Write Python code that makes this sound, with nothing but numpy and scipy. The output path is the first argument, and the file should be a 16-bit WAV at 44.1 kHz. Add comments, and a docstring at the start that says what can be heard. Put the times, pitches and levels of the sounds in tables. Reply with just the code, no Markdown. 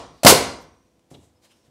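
"""A pneumatic nailer drives nails into a timber frame; one shot is still dying away as the next fires.
Each shot: the valve snaps, the driver slams the wood, air exhausts, the tool bounces, its steel rings on.
A faint high hiss of air follows as the trigger is released.
Then the tool is set against the frame amid scuffs, soft bench knocks and faint squeaks of the hose.
The workshop rings and hums; the shot overloads the microphone."""
import sys
import numpy as np
from scipy import signal
from scipy.fft import rfft, irfft, next_fast_len
from scipy.io import wavfile

SR = 44100
rng = np.random.default_rng(int(sys.argv[2]) if len(sys.argv) > 2 else 0)


def persist_wave(psi):
    """Save psi, clipped to +-1, as 16-bit WAV."""
    counts = np.round(np.clip(psi, -1, 1) * 32767).astype(np.int16)
    wavfile.write(sys.argv[1], SR, np.atleast_2d(counts).T)


N = 74970
PREROLL_S = .4  # lets the first shot fire early, so only its tail is heard
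T = np.arange(-int(PREROLL_S * SR), N) / SR

# trigger pulls (time [s], level [dB])
TRIGGERS = [(-.318, -0.5), (0.2322, 0)]
# hits in a shot: valve, driver, nail head, bounce (delay [s], thud level [dB], contact [ms],
# crack level [dB], crack t60 [s], boom pitch [Hz], boom level [dB], boom length [s])
SHOT_HITS = [(.0003, -27.5, .6, -22, .12, 638, -17, 0.0075), (0.0158, 3, 1.0, -9, .04, 180.3, -5.5, 0.012),
             (0.0272, -2, 0.4, -12, .04, 620, 1.5, .007),
             (0.0906, -16.5, 1.2, -23.5, .03, 460.4, -2, 0.0073)]
# woody body of the frame (pitch [Hz], level [dB], t60 [s])
FRAME_MODES = [(135, -24, 0.058), (163, -17.5, .07), (233.6, -10, 0.16), (265, -15.5, .14),
               (312.4, -16.5, .15), (385.5, -21.5, .25), (445, -20.5, .1), (595, -9, .04),
               (690, -9.5, 0.04), (799, -12, 0.056), (1013, -20.5, 0.44), (1053.5, -24.5, .3),
               (1330, -18.5, .25)]
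# ring of the tool's steel (pitch [Hz], level [dB], t60 [s])
STEEL_MODES = [(2240, -55, 1.1), (2450, -55.5, 1.3), (3590, -29.5, 0.35), (4600, -50, .8), (4960, -29, .3),
               (5725, -46.5, 1.15), (6160, -47, 1.05), (8210, -54, 1), (9100, -53.5, 0.98)]
# standing waves of the room, set off by each shot (pitch [Hz], level [dB], t60 [s])
STANDING_WAVES = [(57.8, -31.5, 1.0), (71, -27, .7)]
# tone of the crack, cylinder blast, exhaust and handling hiss (frequency [Hz], relative level [dB])
CRACK_EQ = [(100, -5), (600, 8), (1500, -1), (2700, -0.5), (4500, 0.5), (8000, -0.5), (12000, -4),
            (16000, -13.5)]
BLAST_EQ = [(60, -16.5), (250, -0.5), (650, 1.5), (1300, 1), (1650, -5.5), (2000, -2), (2800, -5),
            (5000, -6), (14000, -22)]
EXHAUST_EQ = [(30, -3), (120, -4), (350, 5.5), (1000, 3.5), (1350, 1), (1650, -7.5), (2400, -5), (4300, 0),
              (6500, -2.5), (9500, -2), (12500, -8), (16000, -13)]
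HANDLING_EQ = [(100, -5.5), (600, 0.5), (1500, -4.5), (3500, -7), (6000, -5.5), (8500, -6.5),
               (12000, -13.5), (16000, -23)]
# a faint high hiss of air as the trigger is released (.59 s); the rest are scuffs of tool, hose and shoes
# (time [s], attack [s], t60 [s], hiss level [dB], rasp pitch [Hz], rasp level [dB])
HANDLING_CUES = [(.08, 0.094, 0.98, -69.5, 4400, -64.5), (.59, .035, .1, -63, 11930, -68),
                 (.992, .002, 0.029, -67, 2890, -71), (1.1, .01, .35, -57, 7504, -64.5),
                 (1.11, 0.0022, 0.028, -59, 1998, -59), (1.137, 0.013, 0.038, -60, 3380, -48.5),
                 (1.18, 0.065, 0.23, -65.5, 7500, -67.5), (1.412, 0.042, 0.14, -57.5, 3988, -63),
                 (1.485, 0.034, .13, -61, 3000, -62.5), (1.53, .04, .5, -69, 5400, -76),
                 (1.625, .04, 0.18, -68.5, 3470, -73)]
# light knocks that shake the bench (time [s], level [dB], contact [ms])
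KNOCK_CUES = [(1.1146, -37, 1.18), (1.133, -42, 1.55), (1.152, -42.5, 1.2), (1.68, -54, 2.1)]
# low body of the bench under the frame (pitch [Hz], level [dB], t60 [s])
BENCH_MODES = [(77, -14, .7), (102, -19.5, 0.94), (135.6, -8, .3), (156, -6.5, 0.093), (253, -7, 0.12),
               (322, -8, 0.086), (550, -10, .05), (704, -6.5, .06)]
# shudder of the bench top and its joints (frequency [Hz], relative level [dB])
SHUDDER_EQ = [(50, -8), (140, 2), (300, 1.5), (700, -9), (1000, -18), (1600, -31), (6000, -45)]
# hose squeaks (time [s], length [s], start pitch [Hz], end pitch [Hz], level [dB])
SQUEAK_CUES = [(1.349, .04, 5300, 5100, -73), (1.47, 0.096, 4800, 5595, -69),
               (1.537, 0.161, 5600, 5450, -76)]
# reverb decay of the workshop (frequency [Hz], t60 [s])
REVERB_DECAY = [(60, .8), (150, 0.62), (500, 0.53), (1000, 0.57), (2500, .48), (5000, .45), (8000, 0.4),
                (11000, .31), (15000, .24)]
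# room tone (frequency [Hz], relative level [dB])
ROOM_TONE_EQ = [(25, -4.5), (60, 0), (120, -4.5), (300, -5), (700, -12.5), (1500, -23), (4000, -25.5),
                (8000, -28.5), (16000, -39)]
# machine hum (pitch [Hz], level [dB])
HUM_PARTIALS = [(59.5, -76), (334, -73.5), (500.5, -73), (1001, -82.5)]


def amp(db):
    """Decibels to gain."""
    return 10 ** (np.asarray(db) / 20)


def curve_at(hz, points):
    """Read (Hz, value) points on a log-frequency axis."""
    freqs, values = np.array(points).T
    return np.interp(np.log(hz + 1e-6), np.log(freqs), values)


def shaped_noise(gain):
    """Noise of rms 1 whose spectrum follows gain(Hz)."""
    size = next_fast_len(len(T), True)
    spectrum = rfft(rng.standard_normal(size)) * gain(np.fft.rfftfreq(size, 1 / SR))
    noise = irfft(spectrum, size)[:len(T)]
    return noise / np.sqrt(np.mean(noise ** 2))


def eq_noise(eq):
    """Noise of rms 1 coloured by an EQ curve."""
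    return shaped_noise(lambda hz: amp(curve_at(hz, eq)))


def envelope(start, attack, hold, t60):
    """Linear attack, hold, exponential release; times in seconds."""
    age = T - start
    return np.clip(age / attack, 0, 1) * amp(-60 * np.maximum(age - attack - hold, 0) / t60)


def ring(start, modes):
    """Decaying modes struck at one moment."""
    age = np.maximum(T - start, 0)
    partials = (amp(db - 60 * age / t60) * np.cos(2 * np.pi * hz * age) for hz, db, t60 in modes)
    return (T >= start) * sum(partials)


def thud(modes, start, db, contact_ms):
    """Wood under a brief push; a longer contact gives a duller thud."""
    lag_ms = np.arange(512) * 1000 / SR
    push = np.sin(np.pi * np.minimum(lag_ms / contact_ms, 1)) ** 2
    return amp(db) * signal.fftconvolve(ring(start, modes), push / push.sum())[:len(T)]


def boom(start, hz, db, length):
    """The punch of a hit: a few heavily damped cycles of the struck part."""
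    age = T - start
    swell = np.sin(np.pi * np.clip(age / length, 0, 1) ** .7)
    return amp(db) * swell * np.sin(2 * np.pi * hz * age)


def steel_ring(start, detune_hz=18):
    """The steel rings on in detuned pairs of modes that beat and shimmer."""
    pairs = [(hz + detune_hz * side * rng.random(), db, t60)
             for hz, db, t60 in STEEL_MODES for side in (-1, 1)]
    return ring(start, pairs) / 2


def exhaust(start):
    """The cylinder vents in a sharp blast, with a longer hiss of air just behind."""
    blast = amp(4) * eq_noise(BLAST_EQ) * envelope(start, attack=.003, hold=.0042, t60=.053)
    hiss = amp(-3) * eq_noise(EXHAUST_EQ) * envelope(start + .002, attack=.013, hold=.022, t60=.13)
    return blast + hiss


def nailer_shot(start):
    """Four hits, each a thud, boom and crack, layered with exhaust, steel and the room's low ring."""
    vent_time = start + .032
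    out = steel_ring(vent_time) + ring(vent_time, STANDING_WAVES)
    for delay, thud_db, contact_ms, crack_db, crack_t60, boom_hz, boom_db, boom_s in SHOT_HITS:
        hit = start + delay
        out += thud(FRAME_MODES, hit, thud_db, contact_ms)
        out += boom(hit, boom_hz, boom_db, boom_s)
        out += amp(crack_db) * eq_noise(CRACK_EQ) * envelope(hit, .0014, .0016, crack_t60)
    return out + exhaust(vent_time)


def handling_hiss(start, attack, t60, hiss_db, rasp_hz, rasp_db, sharpness=3.28):
    """A scuff, or air as the trigger is released: a broad hiss with one rasping resonance."""
    rasp = shaped_noise(lambda hz: 1 / (1 + 2 * (sharpness * (hz / rasp_hz - 1)) ** 2))
    texture = amp(hiss_db) * eq_noise(HANDLING_EQ) + amp(rasp_db) * rasp
    return texture * envelope(start, attack, 0, t60)


def bench_knock(start, db, contact_ms):
    """A soft knock wakes the bench's low modes and sends a shudder through its top."""
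    shudder = amp(db - 11) * eq_noise(SHUDDER_EQ) * envelope(start, attack=.0017, hold=0, t60=.37)
    return thud(BENCH_MODES, start, db, contact_ms) + shudder


def hose_squeak(start, length, from_hz, to_hz, db):
    """The dragged hose gives a thin, unsteady, gliding squeak."""
    progress = np.clip((T - start) / length, 0, 1)
    wobble = 1 + .02 * shaped_noise(lambda hz: 1 / (1 + (hz / 150) ** 2))
    pitch = (from_hz + (to_hz - from_hz) * progress) * wobble
    return amp(db) * np.sin(np.pi * progress) * np.sin(2 * np.pi * np.cumsum(pitch) / SR)


def workshop_reverb(direct, predelay_s=.004, build_s=.021, wet_db=-12):
    """Dense reflections that bloom quickly and lose their treble first."""
    t = np.arange(SR) / SR
    spectrum, hz = rfft(rng.standard_normal(SR)), np.fft.rfftfreq(SR, 1 / SR)
    centres = [centre for centre, _ in REVERB_DECAY]
    tail = 0
    for centre, t60 in REVERB_DECAY:
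        band = curve_at(hz, [(f, f == centre) for f in centres])  # crossfades into its neighbours
        tail += irfft(spectrum * band, SR) * amp(-60 * t / t60)
    tail *= np.clip((t - predelay_s) / build_s, 0, 1)
    tail /= np.sqrt(np.sum(tail ** 2))
    return amp(wet_db) * signal.fftconvolve(direct, tail)[:len(direct)]


def room_tone():
    """A quiet bed of room noise with a faint machine hum."""
    hum = sum(amp(db) * np.sin(2 * np.pi * (hz * T + rng.random())) for hz, db in HUM_PARTIALS)
    return amp(-65) * eq_noise(ROOM_TONE_EQ) + hum


def scene():
    """Shots and handling in the workshop, in mono, with the pre-roll trimmed off."""
    direct = sum(amp(db) * nailer_shot(start) for start, db in TRIGGERS)
    direct += sum(handling_hiss(*cue) for cue in HANDLING_CUES)
    direct += sum(bench_knock(*cue) for cue in KNOCK_CUES)
    direct += sum(hose_squeak(*cue) for cue in SQUEAK_CUES)
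    return (direct + workshop_reverb(direct) + room_tone())[None, -N:]


def record(dry):
    """The microphone thins the deep bass and soft-clips the loudest peaks; the very top is cut."""
    low_cut_hz, high_cut_hz = 82, 15800
    thin = signal.sosfilt(signal.butter(2, low_cut_hz, "high", fs=SR, output="sos"), dry)
    clipped = thin / (1 + thin ** 6) ** (1 / 6)
    return signal.fftconvolve(clipped, signal.firwin(255, high_cut_hz, fs=SR)[None], mode="same")


dry = scene()
out = record(dry)
persist_wave(out)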